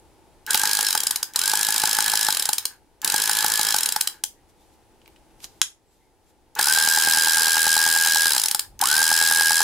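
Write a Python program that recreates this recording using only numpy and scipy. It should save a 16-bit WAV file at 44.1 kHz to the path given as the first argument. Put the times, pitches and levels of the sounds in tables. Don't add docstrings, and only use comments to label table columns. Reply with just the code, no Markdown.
import sys
import numpy as np
from scipy import signal
from scipy.fft import rfft, irfft
from scipy.io import wavfile
from scipy.ndimage import uniform_filter1d

SR = 44100
rng = np.random.default_rng(int(sys.argv[2]) if len(sys.argv) > 2 else 0)


def output_pcm(signal):
    pcm = np.clip(np.atleast_2d(signal).T, -1, 1) * 32767
    wavfile.write(sys.argv[1], SR, np.round(pcm).astype(np.int16))


def gain_from_db(level_db):
    decades = np.asarray(level_db, float) / 20
    return 10 ** decades


N = 424679


def rms_one(x):
    return x / np.sqrt(np.mean(x ** 2) + 1e-20)


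def in_time(tables, column, rest=-120):
    t, out = np.arange(N) / SR, np.full(N, float(rest))
    for rows in map(np.array, tables):
        inside = (t >= rows[0, 0]) & (t <= rows[-1, 0])
        out[inside] = np.interp(t[inside], rows[:, 0], rows[:, column])
    return out


def marks(times_s, levels_db):
    out = np.zeros(N)
    np.add.at(out, np.round(np.array(times_s) * SR).astype(int), gain_from_db(np.array(levels_db)))
    return out


def swells(rows):
    t = np.arange(N) / SR
    total = 0
    for peak_s, level_db, rise, fall in rows:
        drop_db = np.where(t < peak_s, rise * (peak_s - t), fall * (t - peak_s))
        total = total + gain_from_db(level_db - drop_db)
    return total


def drift(rate_hz):
    r = np.exp(-2 * np.pi * rate_hz / SR)
    return rms_one(signal.lfilter([1], [1, -2 * r, r * r], rng.standard_normal(N + SR))[SR:])


def resonate(x, hz, width_hz):
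    r = np.exp(-np.pi * width_hz / SR)
    gain = (1 - r * r) / 2
    return signal.lfilter([gain, 0, -gain], [1, -2 * r * np.cos(2 * np.pi * hz / SR), r * r], x + 1e-18)


def causal(gain):
    fold = irfft(np.log(gain + 1e-9))
    fold[1:len(gain) - 1] *= 2
    fold[len(gain):] = 0
    response = irfft(np.exp(rfft(fold)))
    return response / np.sqrt(np.sum(response ** 2))


def colour(pair, spectrum, side, peaks=()):
    hz = np.maximum(np.arange(4097) * SR / 8192, 1)

    def curve(points):
        point_hz, point_db = np.array(points).T
        return np.interp(np.log(hz), np.log(point_hz), point_db)

    mid_db = curve(spectrum)
    for top_hz, width_hz, lift_db in peaks:
        mid_db = mid_db + lift_db / (1 + (2 * (hz - top_hz) / width_hz) ** 2)
    side_db = mid_db + curve(side)
    side_share = np.sqrt(np.sum(gain_from_db(side_db) ** 2) / np.sum(gain_from_db(mid_db) ** 2))
    across = .25 * np.roll(pair[0], 2) + .95 * pair[1]
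    mid = signal.oaconvolve(pair[0], causal(gain_from_db(mid_db)))[:N]
    wide = side_share * signal.oaconvolve(across, causal(gain_from_db(side_db)))[:N]
    return np.array([mid + wide, mid - wide])


def bursts(clicks, hold_s, fall_s, grit_db, impact):
    t = np.arange(2000) / SR
    shape = np.minimum(t / .0004, 1) * np.exp(-t / .014 - np.maximum(t - hold_s, 0) / fall_s)
    grit = rms_one(rng.standard_normal((2, N)) * gain_from_db(grit_db * rng.exponential(1, N)))
    return signal.oaconvolve(clicks, shape)[:N] * grit + impact * clicks * [[1], [0]]


# time [s], level [dB]
AIR_S_DB = [(0, -56.5), (2.9, -61), (4.2, -60), (5.55, -57), (5.7, -65), (6.55, -61.5), (8.7, -59),
            (9.63, -61.5)]
# frequency [Hz], density [dB per Hz]
AIR_SPECTRUM = [(12, -28.5), (20, 1.5), (63, -1), (202, -11), (282, -6.5), (324, -2), (565, -10.5),
                (686, -11.5), (857, -5), (1100, -18.5), (6540, -28), (11100, -28), (14300, -39.5),
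                (15500, -31.5)]
# frequency [Hz], side minus mid [dB]
ROOM_SIDE = [(60, -3), (110, -7.5), (200, 1.5), (380, -13), (700, -14.5), (1290, -5), (2380, -7),
             (4400, -2.5), (8120, -2), (15000, 5)]


def room():
    level = gain_from_db(in_time([AIR_S_DB], column=1, rest=-57))
    return colour(rng.standard_normal((2, N)) * level, AIR_SPECTRUM, ROOM_SIDE)


# delay [s], level [dB]
ECHOES = [(.0106, -19), (.0119, -19), (.0235, -23)]


def box(x):
    tail_db, t60_s = -9.5, .2
    t = np.arange(SR // 3) / SR
    onset = np.clip((t - .002) / 0.0017, 0, 1)
    tail = rng.standard_normal((2, len(t))) * gain_from_db(-60 * t / t60_s) * onset
    tail *= gain_from_db(tail_db) / np.sqrt(np.sum(tail ** 2, axis=1, keepdims=True))
    for delay_s, level_db in ECHOES:
        tail[:, round(delay_s * SR)] += gain_from_db(level_db)
    thin = signal.sosfilt(signal.butter(2, 1100, "high", fs=SR, output="sos"), x)
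    return signal.oaconvolve(thin, tail, axes=1)[:, :N]


# peak_s [s], level_db [dB], rise [dB/s], fall [dB/s]
RUBS = [(4.498, -63.5, 900, 700), (4.612, -67, 250, 76.5), (4.74, -69, 500, 500), (5.082, -69, 180, 75),
        (5.448, -38.5, 603, 1300), (5.464, -61.5, 900.5, 132), (5.6, -68, 88, 898.5), (5.932, -70, 164, 58),
        (6.304, -67, 220, 600)]
# peak_s [s], level_db [dB], rise [dB/s], fall [dB/s]
PUFFS = [
    (8.752, -42, 351.5, 440),
    (8.684, -58, 204, 300),
]


def hands():
    fabric_hz_db = [(900, -5.0), (2200, -4.5), (3500, -1.0), (7000, -1.5), (14000, -5.5), (17000, -29.0)]
    rub = colour(rng.standard_normal((2, N)) * swells(RUBS), fabric_hz_db, ROOM_SIDE)
    band = signal.butter(2, [30, 90], "band", fs=SR, output="sos")
    air = rms_one(signal.sosfilt(band, rng.standard_normal(N)))
    return rub + air * swells(PUFFS)


# middle_s [s], length_s [s], pitch_hz [Hz], level_db [dB]
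CREAKS = [(4.377, 0.021, 1900, -71), (4.607, 0.029, 3590, -72), (5.908, 0.042, 7700, -75),
          (6.04, 0.045, 2110, -73), (6.287, 0.026, 7300, -74)]
# middle_s [s], length_s [s], pitch_hz [Hz], level_db [dB]
GROANS = [
    (0.506, 0.02, 1570, -28),
    (0.659, 0.0046, 1684, -20),
    (6.6, .008, 1600, -21.5),
]


def creaks():
    t, noise = np.arange(N) / SR, rng.standard_normal(N)
    out = np.zeros(N)
    for middle_s, length_s, pitch_hz, level_db in CREAKS + GROANS:
        narrow = rms_one(resonate(resonate(noise, pitch_hz, 220), pitch_hz, 220))
        out += gain_from_db(level_db) * narrow * np.exp(-((t - middle_s) / length_s) ** 2)
    return out


# snap_s [s], level_db [dB]
LEVER = [(5.6157, 5)]
# frequency [Hz], density [dB per Hz]
SNAP_SPECTRUM = [(59, -61.5), (100, -35.5), (547, -19.5), (1580, -4), (2690, -6), (3700, 3.5), (4290, -4),
                 (5420, 1.5), (7140, 0), (8460, -7), (10700, -7), (14400, -24), (16000, -30.5)]
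# frequency [Hz], side minus mid [dB]
NEAR_SIDE = [(60, 6.5), (110, -3.5), (200, -6), (380, -6.5), (700, -8), (1290, -48), (2380, -29),
             (4400, -17), (8120, -5), (15000, 1)]


def lever():
    snap_s, level_db = LEVER[0]
    snap = bursts(marks([snap_s], [level_db - 12]), hold_s=0.00063, fall_s=0.0032, grit_db=0.9, impact=7.0)
    return colour(snap, SNAP_SPECTRUM, NEAR_SIDE)


def gear():
    return (np.arange(N) / SR > LEVER[0][0]).astype(int)


# on_s [s], tick_db [dB], start-up growl_db [dB], whine_db under full load [dB]
SWITCH = [
    (0.4644, -34, -1.5, -27),
    (1.336, -40, -3.5, 3),
    (3.017, -34.5, 0, -2.5),
    (6.552, -37, 2, -12),
    (8.792, -35.5, 0, 12),
]
# first_tooth_s [s], off_s [s], top speed [teeth/s], share of top at first tooth [1],
# dry friction [teeth/s2]
BURSTS = [
    (.5062, .876, 51.836, .6979, 67.434),
    (1.3595, 2.2806, 52.947, .4414, 65.446),
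    (3.0461, 3.7268, 53.18, .4887, 67.25),
    (6.5921, 8.2808, 80.076, .6046, 162.66),
    (8.8127, 9.8, 81.185, .3711, 162.66),
]
# spin_up_s [s], creep of speed [1/s], coasting drag_s [s], knocking tooth of the turn [index]
GEARS = [
    (.0439, .0139, .6113, 6),
    (.0492, .0122, 1.0748, 7),
]


def spool():
    late_drop_s = 4.2372
    t, speed, share, coasting_s, teeth_s = np.arange(N) / SR, np.zeros(N), np.zeros(N), np.ones(N), []
    ends_s = [s for s, *_ in SWITCH[1:]] + [N / SR]
    for (first_s, off_s, top, start, friction), (on_s, *_), end_s in zip(BURSTS, SWITCH, ends_s):
        rise_s, creep, drag_s, _ = GEARS[int(first_s > LEVER[0][0])]
        now = (t >= on_s) & (t < end_s)
        driven_s = np.minimum(t[now], off_s) - first_s
        coasting_s[now] = np.maximum(t[now] - off_s, 0)
        reached = top * (1 - (1 - start) * np.exp(-driven_s / rise_s) + creep * driven_s)
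        loss = friction * drag_s
        speed[now] = np.maximum((reached + loss) * np.exp(-coasting_s[now] / drag_s) - loss, 0)
        share[now] = speed[now] / top
        passed = np.cumsum(speed[now] * (t[now] >= first_s)) / SR
        teeth_s += [first_s] + list(t[now][1:][np.diff(np.floor(passed)) > 0])
    return speed, share, coasting_s, np.sort(teeth_s + [late_drop_s])


# start_s [s], peak_db [dB], centre_hz [Hz], length_s [s], edge_db [dB]
TICKS = [
    (0.5447, -9, 3780, 0.0031, -1),
    (5.016, -54.5, 2550, 0.0043, -25.5),
    (5.059, -47, 2540, 0.0031, -32),
    (5.078, -37, 2400, 0.00087, -5),
    (5.161, -53, 2590, 0.006, -19.5),
    (5.307, -60, 2460, 0.0065, -31),
    (5.403, -39.5, 2800, 0.0017, -24),
    (5.443, -23.5, 4120, 0.00075, -8.5),
    (6.589, -18.5, 3300, 0.0043, -4),
]


def ticks():
    out, t = np.zeros((2, N)), np.arange(1500) / SR
    switch_ticks = [(on_s, tick_db, 6500, 0.0028, 5.5) for on_s, tick_db, *_ in SWITCH]
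    for start_s, peak_db, centre_hz, length_s, edge_db in TICKS + switch_ticks:
        mid, side = rng.standard_normal((2, len(t))) * np.exp(-t / length_s)
        crackle = np.array([mid + .4 * side, mid - 0.27 * side])
        body = 3 * resonate(crackle, centre_hz, 0.6 * centre_hz)
        edge = gain_from_db(edge_db) * np.diff(crackle, prepend=0)
        out[:, round(start_s * SR):][:, :len(t)] += gain_from_db(peak_db) * (body + edge)
    return out


# growl_db [dB], hiss_db [dB]
RUNNING = [
    (-34.5, -33.5),
    (-33, -32),
]
# frequency [Hz], density [dB per Hz]
GROWL_SPECTRUM = [(18, -50.5), (30, -23), (117, -24.5), (178, -18), (391, -19), (478, -12.5), (607, -36),
                  (844, 0), (1070, -9.5), (1330, -9.5), (1660, 1), (1930, -12.5), (2400, -15.5),
                  (3120, -20.5), (5280, -120)]
# frequency [Hz], density [dB per Hz]
HISS_SPECTRUM = [(1290, -44.5), (2200, 1), (3160, 1), (4580, -2.5), (4980, -5.5), (6540, 1.5), (9710, -4.5),
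                 (14400, -7), (15800, -20.5)]
# frequency [Hz], width [Hz], lift [dB]
HOUSING = [(3236, 250, 6), (3962, 470, 8), (4264, 62, 3.5), (4896, 280, 5.5), (5330, 85, 5),
           (8230, 58, -24), (9900, 760, 2.5), (11220, 230, 3), (13900, 180, 2.5)]


def train(share, coasting_s):
    growl_follows, hiss_follows, unpowered_db = 1, 1.4, -1.5
    power_lag_s, start_growl_s = 0.0087, 0.12
    t, (growl_db, hiss_db) = np.arange(N) / SR, np.array(RUNNING)[gear()].T
    starting_db = np.zeros(N)
    for on_s, _, start_db, _ in SWITCH:
        fading_db = start_db * np.exp(-np.abs(t - on_s) / start_growl_s)
        starting_db += np.where(t < on_s + power_lag_s, -60 * (t >= on_s), fading_db)
    power = np.where(coasting_s == 0, 1, gain_from_db(unpowered_db) * share ** growl_follows)
    growl = uniform_filter1d(gain_from_db(growl_db + starting_db) * power, size=200)
    hiss = uniform_filter1d(gain_from_db(hiss_db) * share ** hiss_follows, size=200)
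    low = colour(rng.standard_normal((2, N)) * growl * gain_from_db(2.0 * drift(20)), GROWL_SPECTRUM, NEAR_SIDE)
    high = colour(rng.standard_normal((2, N)) * hiss * gain_from_db(1.2 * drift(55)), HISS_SPECTRUM, NEAR_SIDE, HOUSING)
    return low + high


# mesh cycles per ratchet tooth [1], whine_db [dB]
MESH = [
    (31.8, -35.5),
    (20.03, -25.3),
]
# pitch ratio to the whine [1], level re whine [dB]
PARTNERS = [(1.0725, -14), (.95, -18), (.9, -21)]


def whine(speed, share, coasting_s):
    break_db, fade_db_per_s = 7.5, 450
    cycles, steady_db = np.array(MESH)[gear()].T
    pitch_hz = cycles * speed
    phase = 2 * np.pi * np.cumsum(pitch_hz * (1 + 0.0034 * drift(40))) / SR
    radiated_db = -11 * np.exp(-((pitch_hz - 1300) / 190) ** 2) - 6 * (pitch_hz < 1300)
    load = np.clip(1 - share, 0, 1) * (coasting_s == 0)
    loaded_db = in_time([[(s, db), (s + .4, db)] for s, *_, db in SWITCH], column=1, rest=0)
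    load_db = load * loaded_db + np.sqrt(load) * break_db * drift(21)
    level = gain_from_db(steady_db + radiated_db + load_db - fade_db_per_s * coasting_s) * (pitch_hz > 800)
    tone = gain_from_db(2.0 * drift(60)) * np.sin(phase)
    extra = sum(gain_from_db(db + 3 * drift(30)) * np.sin(ratio * phase) for ratio, db in PARTNERS)
    return np.sqrt(2) * uniform_filter1d(level, size=400) * (tone + gear() * extra)


TEETH = 8
# start_s [s], level_db [dB]
ENGAGE = [
    (.546, -22.5),
    (4.237, -40.5),
    (6.59, -22.5),
    (8.825, -26),
]
SLOW_KNOCK_DB = [-24, -27.9, -24, -32, -23.5, -27, -21, -22, -22.5, -21, -23.5, -22.5, -26.5, -21, -24.2,
                 -23.5, -24]
# frequency [Hz], width [Hz], level [dB]
SHELL = [(844, 45.4, 6), (1500, 240, -1.5), (937, 67, -15), (192, 290, -12), (338, 930, -15),
         (520, 200, -26.5)]


def knocks(teeth_s):
    knock_db, knock_spread_db = -25.5, 2.5
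    fast_thud_db = -3.5
    high = (teeth_s > LEVER[0][0]).astype(int)
    turn = np.arange(len(teeth_s)) % TEETH == np.array(GEARS)[high, 3]
    strength_db = (knock_db + knock_spread_db * rng.standard_normal(len(teeth_s)))[turn]
    strength_db[:len(SLOW_KNOCK_DB)] = SLOW_KNOCK_DB
    s, db = np.concatenate([ENGAGE, np.transpose([teeth_s[turn] - .0005, strength_db])]).T
    luck, out = rng.standard_normal((len(s), len(SHELL))), np.zeros(N)
    for k, (hz, width_hz, mode_db) in enumerate(SHELL):
        chance_db = 2.6 * luck[:, k] * (k > 0)
        thud_db = fast_thud_db * (hz < SHELL[0][0]) * (s > LEVER[0][0])
        hit = marks(s - .001, db + 31.5 + mode_db + chance_db + thud_db)
        blow = 0.25 * hit + np.roll(hit, round(.0012 * SR))
        blow = blow + 2.72 * np.roll(blow, round(0.002384 * SR))
        out += (-1) ** k * resonate(blow, hz, width_hz)
    return out


TOOTH_DB = [-.5, -1.9, 0.31, 0.87, -0.52, -1.1, 0.44, 0.93]
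# frequency [Hz], density [dB per Hz]
STRIKE_SPECTRUM = [(88, -50.5), (150, -26), (1520, -16), (2120, -17), (3140, -11), (3660, -13.5),
                   (5410, -4.5), (5960, -8), (7390, -5), (8150, -4.5), (12500, -10.5), (14100, -11.5),
                   (15800, -15.5)]
# frequency [Hz], width [Hz], level [dB]
SPRING = [(4945, 130, 4), (9920, 300, -1), (7700, 220, -3)]


def pawl(teeth_s, share):
    strike_db, first_strike_db, spread_db = -16, 2, 0.28
    slow_strike_db = 2.5
    spring_lift_db, spring_follows = 1.5, .8
    luck = rng.standard_normal((len(teeth_s), 2))
    place = (np.arange(len(teeth_s)) - (teeth_s > LEVER[0][0])) % TEETH
    first = np.isin(teeth_s, np.array(BURSTS)[:, 0])
    slowness = 1 - share[(teeth_s * SR).astype(int)]
    levels_db = strike_db + np.array(TOOTH_DB)[place] + first_strike_db * first
    levels_db = levels_db + slow_strike_db * slowness + spread_db * luck[:, 1]
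    clicks = marks(teeth_s + .0001 + .00012 * luck[:, 0], levels_db)
    rattle = bursts(clicks, hold_s=.004, fall_s=.0006, grit_db=1.9, impact=3.0)
    strikes = colour(rattle, STRIKE_SPECTRUM, NEAR_SIDE, HOUSING)
    pluck = clicks * np.where(gear(), gain_from_db(27), gain_from_db(20)) * gain_from_db(1.5 * rng.standard_normal(N))
    pluck = pluck * gain_from_db(spring_lift_db) * share ** spring_follows
    pluck = np.roll(pluck, round(.001 * SR))
    return strikes + sum(gain_from_db(db) * resonate(pluck, hz, width_hz) for hz, width_hz, db in SPRING)


def scene():
    lean_db = 0.02
    speed, share, coasting_s, teeth_s = spool()
    reel = lever() + ticks() + train(share, coasting_s) + whine(speed, share, coasting_s)
    reel = reel + knocks(teeth_s) + pawl(teeth_s, share)
    mix = room() + box(reel) + hands() + creaks() + reel
    return mix * gain_from_db(np.array([[lean_db], [-lean_db]]))


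def roll_off(x):
    return signal.sosfilt(signal.butter(12, 16410, fs=SR, output="sos"), x)


def record(dry):
    cut = signal.sosfilt(signal.cheby2(10, 45, 16450, fs=SR, output="sos"), dry)
    mix = np.clip(cut, -1, 1)
    return roll_off(mix)


dry = scene()
out = record(dry)
output_pcm(out)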